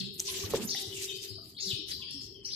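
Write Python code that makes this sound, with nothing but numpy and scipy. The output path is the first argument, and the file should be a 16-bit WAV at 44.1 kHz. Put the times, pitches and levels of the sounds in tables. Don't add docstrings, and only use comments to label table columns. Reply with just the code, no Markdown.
import sys
import numpy as np
from scipy import signal
from scipy.fft import rfft, irfft, next_fast_len
from scipy.io import wavfile
from scipy.ndimage import uniform_filter1d, map_coordinates

SR = 44100
rng = np.random.default_rng(int(sys.argv[2]) if len(sys.argv) > 2 else 0)


def makeup_ratio(level_db):
    decades = np.asarray(level_db, float) / 20
    return 10 ** decades


def bounce(signal):
    frames = np.transpose(np.atleast_2d(signal))
    limited = np.clip(frames, -1, 1)
    pcm = np.round(limited * 32767).astype(np.int16)
    wavfile.write(sys.argv[1], SR, pcm)


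N = 112454


def unit(x):
    return x / np.sqrt(np.mean(x ** 2) + 1e-20)


def noise(*shape):
    return rng.standard_normal(shape)


def along(points, hz):
    point_hz, value = np.transpose(points)
    return np.interp(np.log(hz + 1), np.log(point_hz + 1), value)


def level_curve(rows):
    start_s, level_db = np.transpose(rows)
    return np.interp(np.arange(N) / SR, start_s, level_db, left=-120, right=-120)


def wobble(rate):
    return map_coordinates(noise(int(N * rate / SR) + 4), [np.arange(N) * rate / SR])


def filtered(x, response):
    size = next_fast_len(N + 8192)
    return irfft(rfft(x, size) * response(np.fft.rfftfreq(size, 1 / SR)), size)[..., :N]


def coloured(x, points):
    return filtered(x, lambda hz: makeup_ratio(along(points, hz)))


def smoothed(x, bins, frames):
    return uniform_filter1d(uniform_filter1d(x, bins, axis=-2), frames, axis=-1)


def patchy(x, patchy_db, wide=4, long=6):
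    z = signal.stft(x, nperseg=512)[2]
    field = smoothed(noise(*z.shape[-2:]), wide, long)
    return signal.istft(z * makeup_ratio(patchy_db * unit(field)), nperseg=512)[1][..., :N]


def add(out, s, x):
    i = max(round(s * SR), 0)
    out[..., i:i + x.shape[-1]] += x[..., :out.shape[-1] - i]


def pan(left_over_right_db):
    return makeup_ratio(np.array([[left_over_right_db / 2], [-left_over_right_db / 2]]))


# (start_s, level_db)
HUM_LEVELS = [(0, -56.5), (.1, -49), (.15, -54), (.3, -47), (.44, -42.5), (.5, -48), (.75, -50),
              (.84, -50.5), (1.05, -44.5), (1.33, -50), (1.45, -65), (1.6, -93), (1.64, -49), (1.8, -47.5),
              (1.9, -56.5), (2.26, -68.5), (2.31, -49.5), (2.55, -61.5)]


def machine_hum():
    hum_hz, width_hz, fuzz_db, left_over_right_db = 386.5, 56.6, -2.5, 9
    t = np.arange(N) / SR
    tone = np.sqrt(2) * np.sin(2 * np.pi * hum_hz * t + 1.2 * wobble(14))
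    tone = tone * makeup_ratio(2.5 * wobble(25))
    fuzz = unit(filtered(noise(N), lambda hz: np.exp(-((hz - hum_hz) / width_hz) ** 2)))
    return pan(left_over_right_db) * makeup_ratio(level_curve(HUM_LEVELS) - 7.0) * (tone + makeup_ratio(fuzz_db) * fuzz)


# (pitch_hz, level_db per Hz)
STREET_COLOUR = [(25, -14.5), (45, -7.5), (97, -1.5), (225, -11), (400, -8.5), (520, -35.5), (1700, -59),
                 (2600, -61)]


def street():
    hiss = noise(3, N)
    rumble = coloured(hiss[0] + 0.35 * hiss[1:], STREET_COLOUR)
    return makeup_ratio(-55) * unit(patchy(rumble, patchy_db=3, wide=2, long=12))


# (pitch_hz, level_db per Hz)
AIR_COLOUR = [(1000, 1.5), (4000, -13), (14000, -4)]


def air():
    return makeup_ratio(-69.5) * unit(patchy(coloured(noise(2, N), AIR_COLOUR), patchy_db=4, wide=10))


# (pitch_hz, time to fall 60 dB in s)
YARD_ECHO = [(1500, 0.54), (4500, 0.82), (8000, 0.34)]


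def yard(events):
    left_late_s, echo_late_s, echo_db = 0.00027, 0.0034, 0
    out = np.zeros((2, N))
    for s, x in events:
        hz, t, z = signal.stft(noise(2, SR // 2), SR, nperseg=256)
        fading = makeup_ratio(-60 * t / along(YARD_ECHO, hz)[:, None])
        tail = signal.istft(z * fading, SR, nperseg=256)[1]
        tail = tail / np.linalg.norm(tail[0])
        add(out[0], s + left_late_s, x)
        add(out[1], s, x)
        add(out, s + echo_late_s, makeup_ratio(echo_db) * signal.fftconvolve(x[None], tail, axes=1))
    return out


# (start_s, pitch_hz, level_db)
KNOCK_EVENTS = [(0.284, 1043, -36.5), (0.746, 1967, -33.5), (.748, 765, -37), (1.38, 667, -46.5),
                (1.385, 1240, -45.5), (1.587, 2184, -39.5), (1.589, 1800, -52), (1.712, 1240, -54),
                (1.899, 1930, -48), (2.079, 1850, -47.5), (0.208, 883, -53), (.035, 1830, -63),
                (1.6, 2680, -39.5), (1.645, 2900, -38), (2.002, 1036, -46.5)]


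def knocks():
    loss_db = 1.6
    t = np.arange(1800) / SR
    events = []
    for s, hz, db in KNOCK_EVENTS:
        swell = 1 - np.exp(-t * hz / 2)
        events.append((s, makeup_ratio(db - loss_db * t * hz) * swell * np.sin(2 * np.pi * hz * t)))
    return yard(events)


# (start_s, length_s, start_pitch_hz,
# end_pitch_hz, level_db)
SPARROW_NOTES = [(.0, 0.016, 5600, 3120, -33), (0.028, 0.046, 4695, 3230, -46),
                 (0.673, 0.019, 6690, 6430, -37), (0.689, 0.012, 4650, 5160, -33),
                 (0.701, 0.0165, 5960, 5360, -31), (0.713, 0.032, 5100, 3608, -39),
                 (0.746, 0.016, 4300, 5405, -35), (0.757, 0.025, 3050, 4174, -35.5),
                 (1.548, 0.012, 3250, 3340, -54), (1.564, 0.03, 3600, 5370, -45.5),
                 (1.582, 0.038, 4200, 4703, -38.5), (1.612, .05, 3686, 4290, -45),
                 (1.599, 0.044, 6800, 5960, -39), (1.615, 0.035, 4750, 5564, -34),
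                 (1.651, 0.047, 5300, 3778, -36.5), (1.697, 0.038, 4250, 2795, -32),
                 (2.446, 0.023, 4900, 6194, -38), (2.479, 0.035, 5600, 4930, -42),
                 (2.508, .022, 3350, 4400, -41.5), (2.516, 0.025, 5790, 4360, -34),
                 (0.054, 0.017, 5300, 4940, -53), (0.924, 0.019, 3435, 3310, -42),
                  (0.919, 0.019, 3143, 2855, -44.5), (.948, 0.041, 3050, 2480, -44),
                  (1.078, 0.039, 3830, 3570, -42), (1.089, 0.036, 3293, 2915, -41),
                  (1.12, 0.059, 4156, 5380, -43.5), (1.277, 0.04, 5050, 4960, -44.5),
                  (1.298, 0.049, 4850, 3830, -47.5), (1.341, 0.044, 5300, 4270, -46),
                  (1.397, 0.052, 5100, 4285, -52.5), (0.803, 0.054, 4200, 3320, -49.5),
                  (1.763, 0.044, 5160, 5530, -46), (1.9, 0.033, 6010, 4016, -39.5),
                  (1.911, 0.034, 3700, 4937, -41), (2.013, 0.0278, 3455, 2842, -41),
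                  (2.025, 0.11, 4926, 4177, -46), (2.063, 0.044, 3046, 3537, -43),
                  (2.091, 0.11, 5370, 5026, -43.5), (2.201, 0.043, 4720, 5795, -45.5),
                  (2.337, 0.06, 3350, 2933, -54), (2.407, 0.053, 3240, 2880, -56)]


def sparrows():
    full_voice_db = -39
    second_ratio, second_db, overtone_db = 0.83, -6.5, -24
    rasp = makeup_ratio(4 * np.tanh(wobble(110)))
    warble = 0.055 * wobble(500)
    notes = []
    for s, length, start_hz, end_hz, db in SPARROW_NOTES:
        now = slice(int(s * SR), int((s + length) * SR))
        u = np.linspace(0, 1, len(rasp[now]))
        effort = min(makeup_ratio(db - full_voice_db), 1)
        hz = (start_hz + (end_hz - start_hz) * u) * (1 + effort * warble[now])
        phase = 2 * np.pi * np.cumsum(hz) / SR
        voice = np.sin(phase) + makeup_ratio(overtone_db) * np.sin(2 * phase)
        voice = voice + effort * makeup_ratio(second_db) * np.sin(second_ratio * phase)
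        swell = np.abs(np.sin(np.pi * u)) ** 0.51
        notes.append((s, makeup_ratio(db) * rasp[now] * swell * voice))
    return yard(notes) * pan(7)


# (start_s, peak level_db, pitch_hz, time to fall 60 dB in s, left over right in dB)
PAW_THUDS = [(0, -40, 201.3, 0.42, -20.5), (0.021, -38, 132, 0.22, -14.5), (0.436, -22, 102, 0.096, -4),
             (0.497, -37, 122, 0.04, -9), (0.536, -10, 452, 0.021, -5), (0.543, -8.5, 433, 0.022, 1.5),
             (.553, -36.5, 546, 0.042, -24), (0.576, -33.5, 401, 0.19, 4), (0.598, -28.5, 195, 0.063, -12),
             (.625, -34, 242, 0.29, -2), (0.647, -29.5, 192, 0.11, -8), (0.872, -33, 106, 0.13, 1),
             (0.962, -38.5, 106, 0.17, 2), (1.3, -38.5, 107.8, 0.23, 15), (1.665, -37.5, 195.7, 0.21, 2),
             (1.731, -15, 113, 0.04, 4), (1.787, -42, 317.7, 0.22, 3.5), (2.14, -42, 273.6, 0.32, -4)]


def paw_thuds():
    out, t = np.zeros((2, N)), np.arange(SR // 3) / SR
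    for s, db, hz, t60, left_over_right_db in PAW_THUDS:
        wander = uniform_filter1d(np.cumsum(noise(len(t))), size=int(SR / hz))
        drift = 0.5 * wander * np.sqrt(hz / SR)
        swell = 1 - np.exp(-t * hz * 0.82)
        thud = makeup_ratio(db - 60 * t / t60) * swell * np.sin(2 * np.pi * hz * t + drift)
        add(out, s, pan(left_over_right_db) * thud)
    return out


# (start_s, level_db)
SCUFF_LEVELS = [
    (.24, -64.5),
    (.33, -55.5),
    (.42, -49.5),
    (.49, -45.5),
    (.55, -38.5),
    (.64, -43),
    (.7, -54),
    (.95, -58.5),
    (1.1, -69),
    (1.25, -82),
]
# (pitch_hz, level_db per Hz)
SACK_COLOUR = [(50, -3.5), (110, 1), (400, 0), (600, -11), (2500, -21.5), (4000, -39)]


def sack_scuffs():
    hiss = noise(3, N)
    scuff = unit(coloured(hiss[0] + 0.6 * hiss[1:], SACK_COLOUR))
    return scuff * makeup_ratio(level_curve(SCUFF_LEVELS) + 2.5 * np.tanh(wobble(70)))


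# (start_s, peak level_db, pitch_hz, cycles to die)
STALK_SNAPS = [(0.1972, -20.5, 5740, 6.3), (0.2015, -14, 6300, 5), (0.2038, -11, 7030, 1.7),
               (0.435, -52.5, 1146, 41), (0.5047, -40, 2570, 2.4), (0.537, -21, 1020, 2.46),
               (.5425, -29.5, 894, 2.9), (.552, -27.5, 1810, 2.6), (.567, -30, 2400, 2.3),
               (.598, -43, 960, 3.2), (.636, -63, 7000, 2.4), (.748, -35.5, 1990, 7.2),
               (0.823, -30, 6940, 5.6), (1.0248, -18.5, 8600, 2.35), (1.044, -19, 6200, 2.8),
               (1.161, -38.5, 8800, 0.94), (2.11, -35.5, 10200, 7.4)]


def snaps():
    crack_db, crack_t60_s = -19.5, 0.0014
    out, t = np.zeros((2, N)), np.arange(600) / SR
    for s, db, hz, cycles in STALK_SNAPS:
        swell = 1 - np.exp(-t * hz * 0.5)
        ring = np.sin(2 * np.pi * hz * t) * makeup_ratio(-20 * t * hz / cycles) * swell
        crack = np.diff(noise(2, len(t) + 1)) * makeup_ratio(crack_db - 60 * t / crack_t60_s)
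        add(out, s, makeup_ratio(db + 12.0) * (ring * [[1], [0.7]] + crack))
    return out


# (peak start_s, rise_s, time to fall 60 dB in s, level_db, stalk body over leaf in dB)
GREEN_BITES = [(0, .01, 0.46, -51.5, 2), (0.146, 0.0078, 0.32, -49.5, -6.5),
               (0.202, 0.0095, 0.47, -45, -1.5), (0.344, 0.07, 0.63, -38, 1.5),
               (0.433, 0.0062, 0.83, -46, 5), (0.507, 0.0068, 0.11, -36, 2.5), (0.56, 0.015, 0.22, -44, 4),
               (0.641, 0.023, 0.85, -40.5, -2), (0.839, 0.043, 0.78, -45, -3.5), (.95, 0.27, 1, -51.5, 0.5),
               (1.044, 0.044, 0.48, -42.5, 2), (1.164, 0.0056, 0.29, -47.5, -7),
               (1.255, 0.019, 0.24, -39.5, -3.5), (1.469, 0.022, 0.67, -54, -9),
               (1.705, 0.03, 0.32, -44, -4), (1.897, 0.015, 0.44, -45, 0), (1.93, 0.025, 0.12, -55, 1),
               (2.116, 0.006, 0.43, -52.5, -3.5), (2.215, 0.0075, 0.54, -57.5, 6),
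               (2.489, 0.026, 0.88, -63.5, 13)]
# (pitch_hz, level_db per Hz)
LEAF_COLOUR = [(5500, -21), (7000, -2), (8500, 0.5), (11500, -1), (14300, 0)]
# (pitch_hz, level_db per Hz)
STALK_COLOUR = [(900, -54), (1700, -13), (3000, -1), (6000, -0.5), (8000, -10), (10000, -91.5)]


def bites():
    grains_per_s, grain_spread_db, grain_db = 2500, 2, -5
    t, leaf_power, stalk_power = np.arange(N) / SR, 0, 0
    for s, rise, t60, db, body_db in GREEN_BITES:
        rising = np.exp(-((t - s) / rise) ** 2)
        dying = makeup_ratio(-60 * np.abs(t - s) / t60) ** 2
        power = makeup_ratio(2 * db) * np.where(t < s, rising, dying)
        leaf_power = leaf_power + power
        stalk_power = stalk_power + power * makeup_ratio(2 * body_db)
    hit = rng.random((2, N)) < grains_per_s / SR
    grains = hit * noise(2, N)
    grains = unit(grains * makeup_ratio(grain_spread_db * rng.exponential(size=(2, N))))
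    fibres = patchy(noise(2, N) + makeup_ratio(grain_db) * grains, patchy_db=4.0, wide=39)
    leaf = unit(coloured(fibres, LEAF_COLOUR)) * np.sqrt(leaf_power) * pan(-4.5)
    stalk = unit(coloured(fibres, STALK_COLOUR)) * np.sqrt(stalk_power) * pan(3)
    return (leaf + stalk) * makeup_ratio(0.31 * wobble(40.96))


def scene():
    birds_and_chewing = sparrows() + bites() + snaps()
    hop = paw_thuds() + sack_scuffs()
    background = machine_hum() + street() + air()
    return birds_and_chewing + hop + background + knocks()


def top_cut(x):
    return signal.sosfilt(signal.butter(12, 15620, fs=SR, output="sos"), x)


def record(dry):
    top_hz, above_top_db, low_cut_hz = 14350, -55, 45
    gate_db, gate_depth_db = -96, -30
    mask_db, mask_above_hz = -11.5, 2300

    def band_limits(hz):
        low_cut = hz ** 2 / (hz ** 2 + low_cut_hz ** 2)
        return np.where(hz < top_hz, 1, makeup_ratio(above_top_db)) * low_cut

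    hz, _, z = signal.stft(filtered(dry, band_limits), SR, nperseg=512)
    power = smoothed(np.abs(z) ** 2, 3, 7)
    neighbours = makeup_ratio(2 * mask_db) * smoothed(power, 29, 9) * (hz[:, None] > mask_above_hz)
    threshold = makeup_ratio(2 * gate_db) + np.abs(neighbours)
    gain = np.maximum(1 - (threshold / (np.abs(power) + 1e-20)) ** 2, makeup_ratio(gate_depth_db))
    mix = signal.istft(z * gain, nperseg=512)[1][:, :N]
    return top_cut(mix)


dry = scene()
out = record(dry)
bounce(out)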